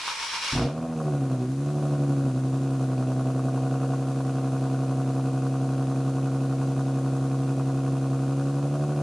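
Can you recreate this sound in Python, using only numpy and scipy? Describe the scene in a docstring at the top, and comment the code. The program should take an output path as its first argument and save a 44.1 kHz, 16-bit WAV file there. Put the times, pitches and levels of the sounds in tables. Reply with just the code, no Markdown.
"""A six-cylinder car with no muffler is started in a garage, heard from just behind its two tailpipes.
First the starter motor grinds and clangs, straining each time a piston squeezes the air in a cylinder.
Then the engine catches with a few thudding bangs, revs up and settles into a fast idle over a hiss.
Each firing makes the pipes ring with a low boom, a middle bark and a high rasp. Some cylinders rasp
harder than others, so the idle throbs once per engine cycle. Near the end the speed rises a little."""
import sys
import numpy as np
from scipy import signal
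from scipy.fft import rfft, irfft, next_fast_len
from scipy.io import wavfile
from scipy.ndimage import uniform_filter1d

SR = 44100
rng = np.random.default_rng(int(sys.argv[2]) if len(sys.argv) > 2 else 0)


def store_wav(level_fs):
    """Save 16-bit WAV to argv[1]."""
    pcm = np.round(np.clip(np.atleast_2d(level_fs), -1, 1) * 32767)
    wavfile.write(sys.argv[1], SR, pcm.T.astype(np.int16))


N = 397782

# engine speed: it revs up, wavers, idles, then rises a little (time [s], speed [rpm])
ENGINE_SPEED = [(0.66, 1293), (0.72, 1561), (0.84, 1644), (0.94, 1590), (1.22, 1348), (1.42, 1245),
                (1.55, 1374), (1.71, 1472), (2.24, 1361), (2.28, 1292), (2.63, 1352), (2.99, 1293),
                (3.85, 1339), (4.93, 1329), (6.38, 1344), (8.2, 1346), (8.63, 1403), (8.85, 1457)]
# how hard the cylinders fire, compared with the idle (time [s], level [dB])
ENGINE_LOAD = [(0.67, 2), (0.74, -0.5), (0.92, -0.5), (1.08, 2.5), (1.2, -0.9), (1.42, -2.5), (1.5, -8),
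               (1.8, 0.5), (2.24, 0), (2.36, -3.5), (2.65, -1), (3.9, 2.5), (4.08, 0.3), (4.3, 1),
               (7.0, 0.5), (8.65, 0.5), (8.9, 1.1)]
# how the cylinders differ, in firing order (strength [dB], valve lag [s], rasp [dB], tick [dB], bark [dB])
CYLINDER_TRAITS = [(-0.17, -.00007, 4, -3, 0), (0, .00017, 3, -4.5, -1.8), (-1.5, -.00003, 6.5, -4, 1.5),
                   (-2, .00002, 7.5, -7.5, 0), (-3.5, -.00025, -0.5, -5, -1.5),
                   (-1.5, .00017, -1, -17, -2.5)]
# single firings that burn hard and crack out (time [s], extra rasp [dB])
CRACKS = [(0.69, 11), (0.702, 4), (1.002, 6), (1.083, 5), (3.212, 2), (3.486, 2), (3.847, 0), (3.937, 4),
          (5.469, 6), (6.617, 6), (6.795, 8.5), (7.702, 3), (7.88, 4)]
# the first, uneven firings, in relative levels (time [s], boom [dB], bark [dB], rasp [dB])
FIRST_BANGS = [(0.522, -32, -52, -59), (0.550, -27.5, -36, -50), (0.574, -27.5, -35.5, -39),
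               (0.593, -29, -31, -40.5), (0.61, -27, -34, -41.5), (0.627, -29, -41, -45),
               (0.642, -29.5, -34, -49)]
# the boom is weak while the engine revs above the pipes' own pitch (time [s], level [dB])
BOOM_CURVE = [(0.76, -31.5), (1.0, -29.5), (1.08, -25), (1.44, -26), (1.52, -27.5), (2.1, -23),
              (2.4, -25.1), (3.9, -25.5), (4.05, -26.7), (4.7, -25.5), (8.3, -25), (8.75, -25.5)]
# low, then middle ringing tones of the pipes (pitch [Hz], width [Hz], level [dB], push or pull [+1/-1])
BOOM_TONES = [(135.3, 22.2, -0.1, -1), (157.4, 18.9, -4.5, 1), (211.5, 225, -19, 1), (241.4, 21, -1, -1),
              (276, 18.7, -1.5, 1), (351, 66, -5.5, -1), (374, 10.4, 1.5, 1)]
BARK_TONES = [(472.2, 37.6, -7.5, -1), (480.3, 33.5, -5.5, 1), (545.5, 5.2, -11.5, -1), (569, 24, -18.5, 1),
              (642.2, 16, -19, 1), (679, 26, -17, -1), (733, 23, -18.5, 1), (766.3, 19, -16.5, -1)]
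# tones of the tips' rasp, their slap and the pipe walls' tick (pitch [Hz], width [Hz], level [dB])
RASP_TONES = [(870, 91, -9), (915, 19, 4), (993, 103, -0.5), (1098, 95, 2.5), (1216, 50, -2),
              (1361, 22, 1.5), (1440, 24, 0.5)]
SLAP_TONES = [(400, 87, -7), (683, 170, -7.5)]
TICK_TONES = [(2475, 70, -7), (2553, 43, -2), (2720, 79, -7)]
# the starter strains as each piston squeezes its air (time [s], level [dB])
STARTER_STROKES = [(0.088, -34.5), (0.232, -36.5), (0.348, -34.5)]
# the starter's small gear knocks against the engine's big gear (time [s], level [dB])
GEAR_KNOCKS = [(0.078, -31), (0.12, -41), (0.225, -35), (0.344, -42)]
# ringing tones of the big gear and its housing (pitch [Hz], width [Hz], level [dB])
GEAR_TONES = [(915, 33, 4), (960, 28, 2), (1064, 76, -4), (2244, 79, 0), (2407, 18, 6), (2550, 15, -3),
              (2800, 13, 1), (5380, 9.6, 1)]
# tone colour of the grinding gears, the rushing gas and the garage's noise (frequency [Hz], level [dB])
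GRIND_COLOUR = [(60, -18), (300, -16), (600, -12.5), (770, -15), (900, -10), (1300, -2), (1780, -1.5),
                (2330, -6), (3140, -1), (5640, -3.5), (6290, -9.5), (10300, -18), (13000, -38)]
HISS_COLOUR = [(1700, 4), (2000, -12), (2450, 3), (3200, 0.5), (4100, 2), (5300, 0), (6500, 2.5),
               (7400, -0.5), (8500, -2), (9400, -1.5), (10300, -4.5), (11000, -9.5), (12500, -19)]
ROOM_COLOUR = [(25, -31), (45, 3.5), (80, -7), (120, -24), (300, -23), (700, -5.5), (2000, -9.5),
               (12000, -48)]
# how alike noise is in both ears (frequency [Hz], likeness [0 to 1])
EAR_LIKENESS = [(100, 0.97), (600, 0.99), (1200, 0.88), (2200, 0.76), (4000, 0.61), (7500, 0.36),
                (12000, 0.19)]
# how far noise leans to the left (frequency [Hz], left minus right [dB])
LEFT_LEAN = [(1000, -0.3), (4000, 0), (5800, 1), (7000, 1), (9000, 8), (11000, 5), (13000, -1.5)]

RUNS_FROM_S, SETTLED_S = .657, 3.3   # the engine runs by itself, then has settled down


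def engine(front_lag_s=0.0001, bark_db=-38.5, rasp_db=-46.5, tick_db=-64, slap_db=-47.5):
    """Firings ring the exhaust, more harshly under load; returns the boom, harsh part and gas flow."""
    boom_db, = in_time(BOOM_CURVE)
    load_db, = in_time(ENGINE_LOAD)
    times, sizes, bark_sizes, rasp_sizes, tick_sizes = firings()
    low = from_db(boom_db) * blow_pipe(boom, times, sizes, grit=0.0092)
    barks = blow_pipe(bark, times, bark_sizes, grit=.017 * unevenness(np.arange(N) / SR))
    slaps = even_out(slap(times, bark_sizes * np.sqrt(rasp_sizes)))   # strong pulses steepen in the pipe
    rasps = even_out(rasp(times + front_lag_s, rasp_sizes))
    ticks = even_out(tick(times + front_lag_s, tick_sizes))
    harsh = from_db(bark_db + 1.17 * load_db) * barks   # the bark follows the load most
    harsh += from_db(rasp_db + load_db) * rasps
    harsh += from_db(tick_db + load_db) * ticks
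    harsh += from_db(slap_db + load_db) * slaps
    flow = puffs(clicks(times, sizes * np.sqrt(rasp_sizes)), decay_s=0.025)
    return low, harsh, flow


def firings(spread_db=0.41, burn_db=0.35, rasp_spread_db=.9, jitter_s=.00003, wander_s=.00025):
    """Three firings a turn, no two alike; returns their times and boom, bark, rasp and tick sizes."""
    rpm, = in_time(ENGINE_SPEED)
    t = np.arange(N) / SR
    firings_per_s = rpm / 20 * (t >= RUNS_FROM_S)
    count = np.cumsum(firings_per_s) / SR
    number = np.arange(int(count[-1]))
    times = np.interp(number + 1e-6, count, t)
    cylinder = number % len(CYLINDER_TRAITS)
    strength_db, lag_s, rasp_db, tick_db, bark_db = np.array(CYLINDER_TRAITS)[cylinder].T
    crack_s, extra_db = np.transpose(CRACKS)
    nearest_firing = np.abs(times - crack_s[:, None]).argmin(1)
    crack_db = np.bincount(nearest_firing, extra_db, len(times))
    uneven = unevenness(times)
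    jitter, spread, burn, wander, burble = rng.standard_normal((len(number), 5)).T * uneven
    drift = rms_one(uniform_filter1d(uniform_filter1d(wander, size=24), size=24))
    times = times + lag_s + jitter_s * jitter + wander_s * drift
    size_db = strength_db + spread_db * spread + burn_db * burn
    bark_sizes = from_db(size_db + bark_db + .5 * (uneven - 0.5) * burble)
    rasp_sizes = from_db(rasp_db / uneven + rasp_spread_db * burn + crack_db)
    return times, from_db(size_db), bark_sizes, rasp_sizes, from_db(tick_db + burn)


def unevenness(t):
    """The fuel burns twice as unevenly at first as it does once the engine has settled."""
    return np.interp(t, [RUNS_FROM_S, SETTLED_S], [2.0, 1])


def blow_pipe(pipe, times, sizes, grit):
    """Exhaust pulses, each trailing some swirling gas, set a pipe ringing."""
    pulses = clicks(times, sizes)
    swirls = puffs(pulses, decay_s=.008) * rng.standard_normal(N)
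    return even_out(pipe(pulses + grit * swirls))


def boom(drive):
    """The low tones of the long pipes; the small tips let out little below them."""
    return cut(cut(pipe_ring(drive, BOOM_TONES), 97.5, "high"), 213, "low")


def bark(drive):
    """The middle tones of the pipes."""
    return cut(cut(pipe_ring(drive, BARK_TONES), 326, "high", order=4), 873, "low", order=14)


def rasp(times, sizes, return_s=.0082, return_db=-8, grit=.06):
    """Each pulse's steep front rings the tips with a rough puff, and again after a trip along the pipe."""
    fronts = clicks(times, sizes) + from_db(return_db) * clicks(times + return_s, sizes)
    swirls = puffs(fronts, decay_s=0.0035) * rng.standard_normal(N)
    ring = resonate(fronts + grit * swirls, RASP_TONES)
    return cut(cut(ring, 756, "high", order=6), 1530, "low", order=9)


def slap(times, sizes):
    """A short, dry knock as the front of each pulse leaves the tips."""
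    knocks = resonate(-clicks(times, sizes), SLAP_TONES)
    return cut(cut(knocks, 326, "high"), 864, "low", order=6)


def tick(times, sizes, grit=0.4):
    """Each pulse knocks on the pipe walls with a faint metallic tick."""
    knocks = clicks(times, sizes)
    scatter = puffs(knocks, decay_s=0.002) * rng.standard_normal(N)
    return resonate(knocks + grit * scatter, TICK_TONES)


def first_bangs(boom_gain_db=62, bark_gain_db=59, rasp_gain_db=46, slap_gain_db=50, thud_gain_db=49):
    """Lone bangs shove the still air out of the pipes with a thud; returns the low and harsh parts."""
    times, boom_db, bark_db, rasp_db = np.transpose(FIRST_BANGS)
    pulses = clicks(times, from_db(boom_db))
    thud = from_db(thud_gain_db) * cut(resonate(pulses, [(42.4, 39, 0)]), 140, "low")
    booms = from_db(boom_gain_db) * cut(boom(pulses), 365, "low", order=4)
    bark_pulses = clicks(times, from_db(bark_db))
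    swirls = 0.13 * puffs(bark_pulses, decay_s=0.0091) * rng.standard_normal(N)
    barks = from_db(bark_gain_db) * bark(bark_pulses + swirls)
    rasps = from_db(rasp_gain_db) * rasp(times + .001, from_db(rasp_db))
    slaps = from_db(slap_gain_db) * slap(times, from_db(bark_db))
    return thud + booms, barks + rasps + slaps


def starter(tooth_hz=715, ring_db=-5, grind_db=-0.5, chatter_db=0.5, whine_hz=5550, whine_db=-45):
    """Gear teeth grind unevenly, ring their housing and clang; once up to speed, the starter whines."""
    t = np.arange(N) / SR
    teeth = 1 + 0.29 * np.sin(2 * np.pi * tooth_hz * t)
    chatter = from_db(chatter_db * rms_one(uniform_filter1d(rng.standard_normal(N), size=250)))
    grind = rms_one(teeth * chatter) * stereo_noise(GRIND_COLOUR)
    ring = rms_one(resonate(grind, GEAR_TONES))
    knock_s, knock_db = np.transpose(GEAR_KNOCKS)
    knocks = puffs(clicks(knock_s, from_db(knock_db)), decay_s=.02)
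    clang = knocks * rms_one(resonate(grind, GEAR_TONES[:3]))
    up_to_speed = uniform_filter1d(1. * ((t > 0.17) & (t < .56)), size=900)
    whine = from_db(whine_db) * up_to_speed * rms_one(resonate(grind, [(whine_hz, 130, 0)]))
    gears = from_db(grind_db) * grind + from_db(ring_db) * ring
    return from_db(starter_effort_db(t)) * gears + clang + whine


def starter_effort_db(t, base_db=-36.5, stroke_width_s=0.026, pull_db=-31, pull_from_s=0.407):
    """The starter swells on each stroke, pulls hard until the engine catches, then fades away."""
    swells = sum(from_db(db) ** 2 * np.exp(-.5 * ((t - s) / stroke_width_s) ** 2)
                 for s, db in STARTER_STROKES)
    strokes_db = 10 * np.log10(from_db(base_db) ** 2 + swells)
    pulling = np.clip((t - pull_from_s) / 0.022, 0, 1)
    run_down_db = 88 * np.maximum(t - 0.53, 0)   # it slows, losing 88 dB a second
    let_go_db = 68 * np.maximum(t - 0.63, 0)   # and fades faster once the gears part
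    return strokes_db + pulling * (pull_db - strokes_db) - run_down_db - let_go_db


def gas_hiss(flow, hiss_db=-51.5, build_from_s=0.9, build_db=4.5, build_s=0.12):
    """Rushing gas hisses: it grows after the engine catches, follows the load and swells at each puff."""
    load_db, = in_time(ENGINE_LOAD)
    age_s = np.maximum(np.arange(N) / SR - build_from_s, 0)
    level_db = hiss_db + 0.12 * load_db - build_db * np.exp(-age_s / build_s)
    hiss = cut(stereo_noise(HISS_COLOUR), 1630, "high")
    return from_db(level_db) * hiss * rms_one(1 + rms_one(flow))


def garage_echoes(x, die_away_s=0.21):
    """Sound bounces from wall to wall: eight echoes a side, each losing 60 dB in die_away_s."""
    out = np.zeros((2, N))
    lags = (np.geomspace(.011, .043, 16) * SR).astype(int)
    for k, lag in enumerate(lags):
        loop, gain = x.copy(), from_db(-60 * lag / SR / die_away_s)
        for i in range(lag, N, lag):
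            loop[i:i + lag] += gain * loop[i - lag:i][:N - i]
        out[k % 2] += (loop - x) * (-1) ** (k // 2)   # every other echo on a side is flipped
    return out / np.sqrt(8)


def stereo_noise(colour):
    """Noise of a given tone colour, alike in both ears in the bass and spread out in the treble."""
    size = next_fast_len(N, True)
    hz = np.maximum(np.arange(size // 2 + 1) * SR / size, 1)
    middle, side = rfft(rng.standard_normal((2, size)))
    alike = np.clip(at_hz(EAR_LIKENESS, hz), -.9, 1)
    ears = np.array([[1], [-1]])
    both = middle + ears * side * np.sqrt((1 - alike) / (1 + alike))
    both *= from_db(ears * at_hz(LEFT_LEAN, hz) / 2)
    out = irfft(both * from_db(at_hz(colour, hz)), size)[:, :N]
    return out / np.std(out.mean(0))


def pipe_ring(x, tones):
    """Ring a pipe's tones, each pushing or pulling at the outlet."""
    return sum(np.sign(direction) * resonate(x, [tone]) for *tone, direction in tones)


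def resonate(x, tones):
    """Ring several tones at once; the narrower a tone, the longer it rings."""
    out = 0
    for hz, width_hz, db in tones:
        r = np.exp(-np.pi * width_hz / SR)
        feedback = [1, -2 * r * np.cos(2 * np.pi * hz / SR), r * r]
        out = out + from_db(db) * (1 - r * r) / 2 * signal.lfilter([1, 0, -1], feedback, x + 1e-18)
    return out


def clicks(times, sizes):
    """One click at each time."""
    return np.bincount(np.clip(np.round(times * SR), 0, N).astype(int), sizes, N + 1)[:N]


def puffs(x, decay_s):
    """Turn each click into a fading puff of the same height."""
    return signal.lfilter([1], [1, -np.exp(-1 / (decay_s * SR))], x + 1e-18)


def even_out(x, window=7900):
    """Hold the power near one over about two idle cycles; the throb within a cycle stays."""
    running = (np.arange(N) > RUNS_FROM_S * SR) + 1e-9
    power = uniform_filter1d(x ** 2, size=window) / uniform_filter1d(running, size=window)
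    return x / np.sqrt(np.abs(power) + 1e-4 * np.mean(x ** 2))


def cut(x, hz, kind, order=2):
    """Keep the "low" or "high" side of hz; a higher order cuts more sharply."""
    return signal.sosfilt(signal.butter(order, hz, kind, fs=SR, output="sos"), x + 1e-18)


def in_time(rows):
    """Read a table over time at every sample."""
    times, *columns = np.transpose(rows)
    return [np.interp(np.arange(N) / SR, times, column) for column in columns]


def at_hz(rows, hz):
    """Read a table at any frequency, with octaves evenly spaced."""
    frequencies, values = np.transpose(rows)
    return np.interp(np.log(hz), np.log(frequencies), values)


def from_db(db):
    """Turn decibels into a multiplier."""
    return 10 ** (np.asarray(db) / 20)


def rms_one(x):
    """Scale to an average power of one."""
    return x / np.sqrt(np.mean(x ** 2) + 1e-20)


def scene(harsh_echo_db=-13, low_echo_db=-28, room_noise_db=-56, right_lean_db=.35):
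    """The pipes, a touch to the right, with their echoes, the starter, the hiss and the room's noise."""
    low, harsh, flow = engine()
    first_low, first_harsh = first_bangs()
    low, harsh = low + first_low, harsh + first_harsh
    echoes = garage_echoes(from_db(harsh_echo_db) * harsh + from_db(low_echo_db) * low)
    pipes = (low + harsh) * from_db(np.array([[-1], [1]]) * right_lean_db / 2)
    car = pipes + starter() + gas_hiss(flow)
    return car + echoes + from_db(room_noise_db) * stereo_noise(ROOM_COLOUR)


def record(dry, cutoff_hz=14400):
    """The highest treble is cut off steeply."""
    return signal.sosfilt(signal.cheby2(14, 60, cutoff_hz, fs=SR, output="sos"), dry)


dry = scene()
out = record(dry)
store_wav(out)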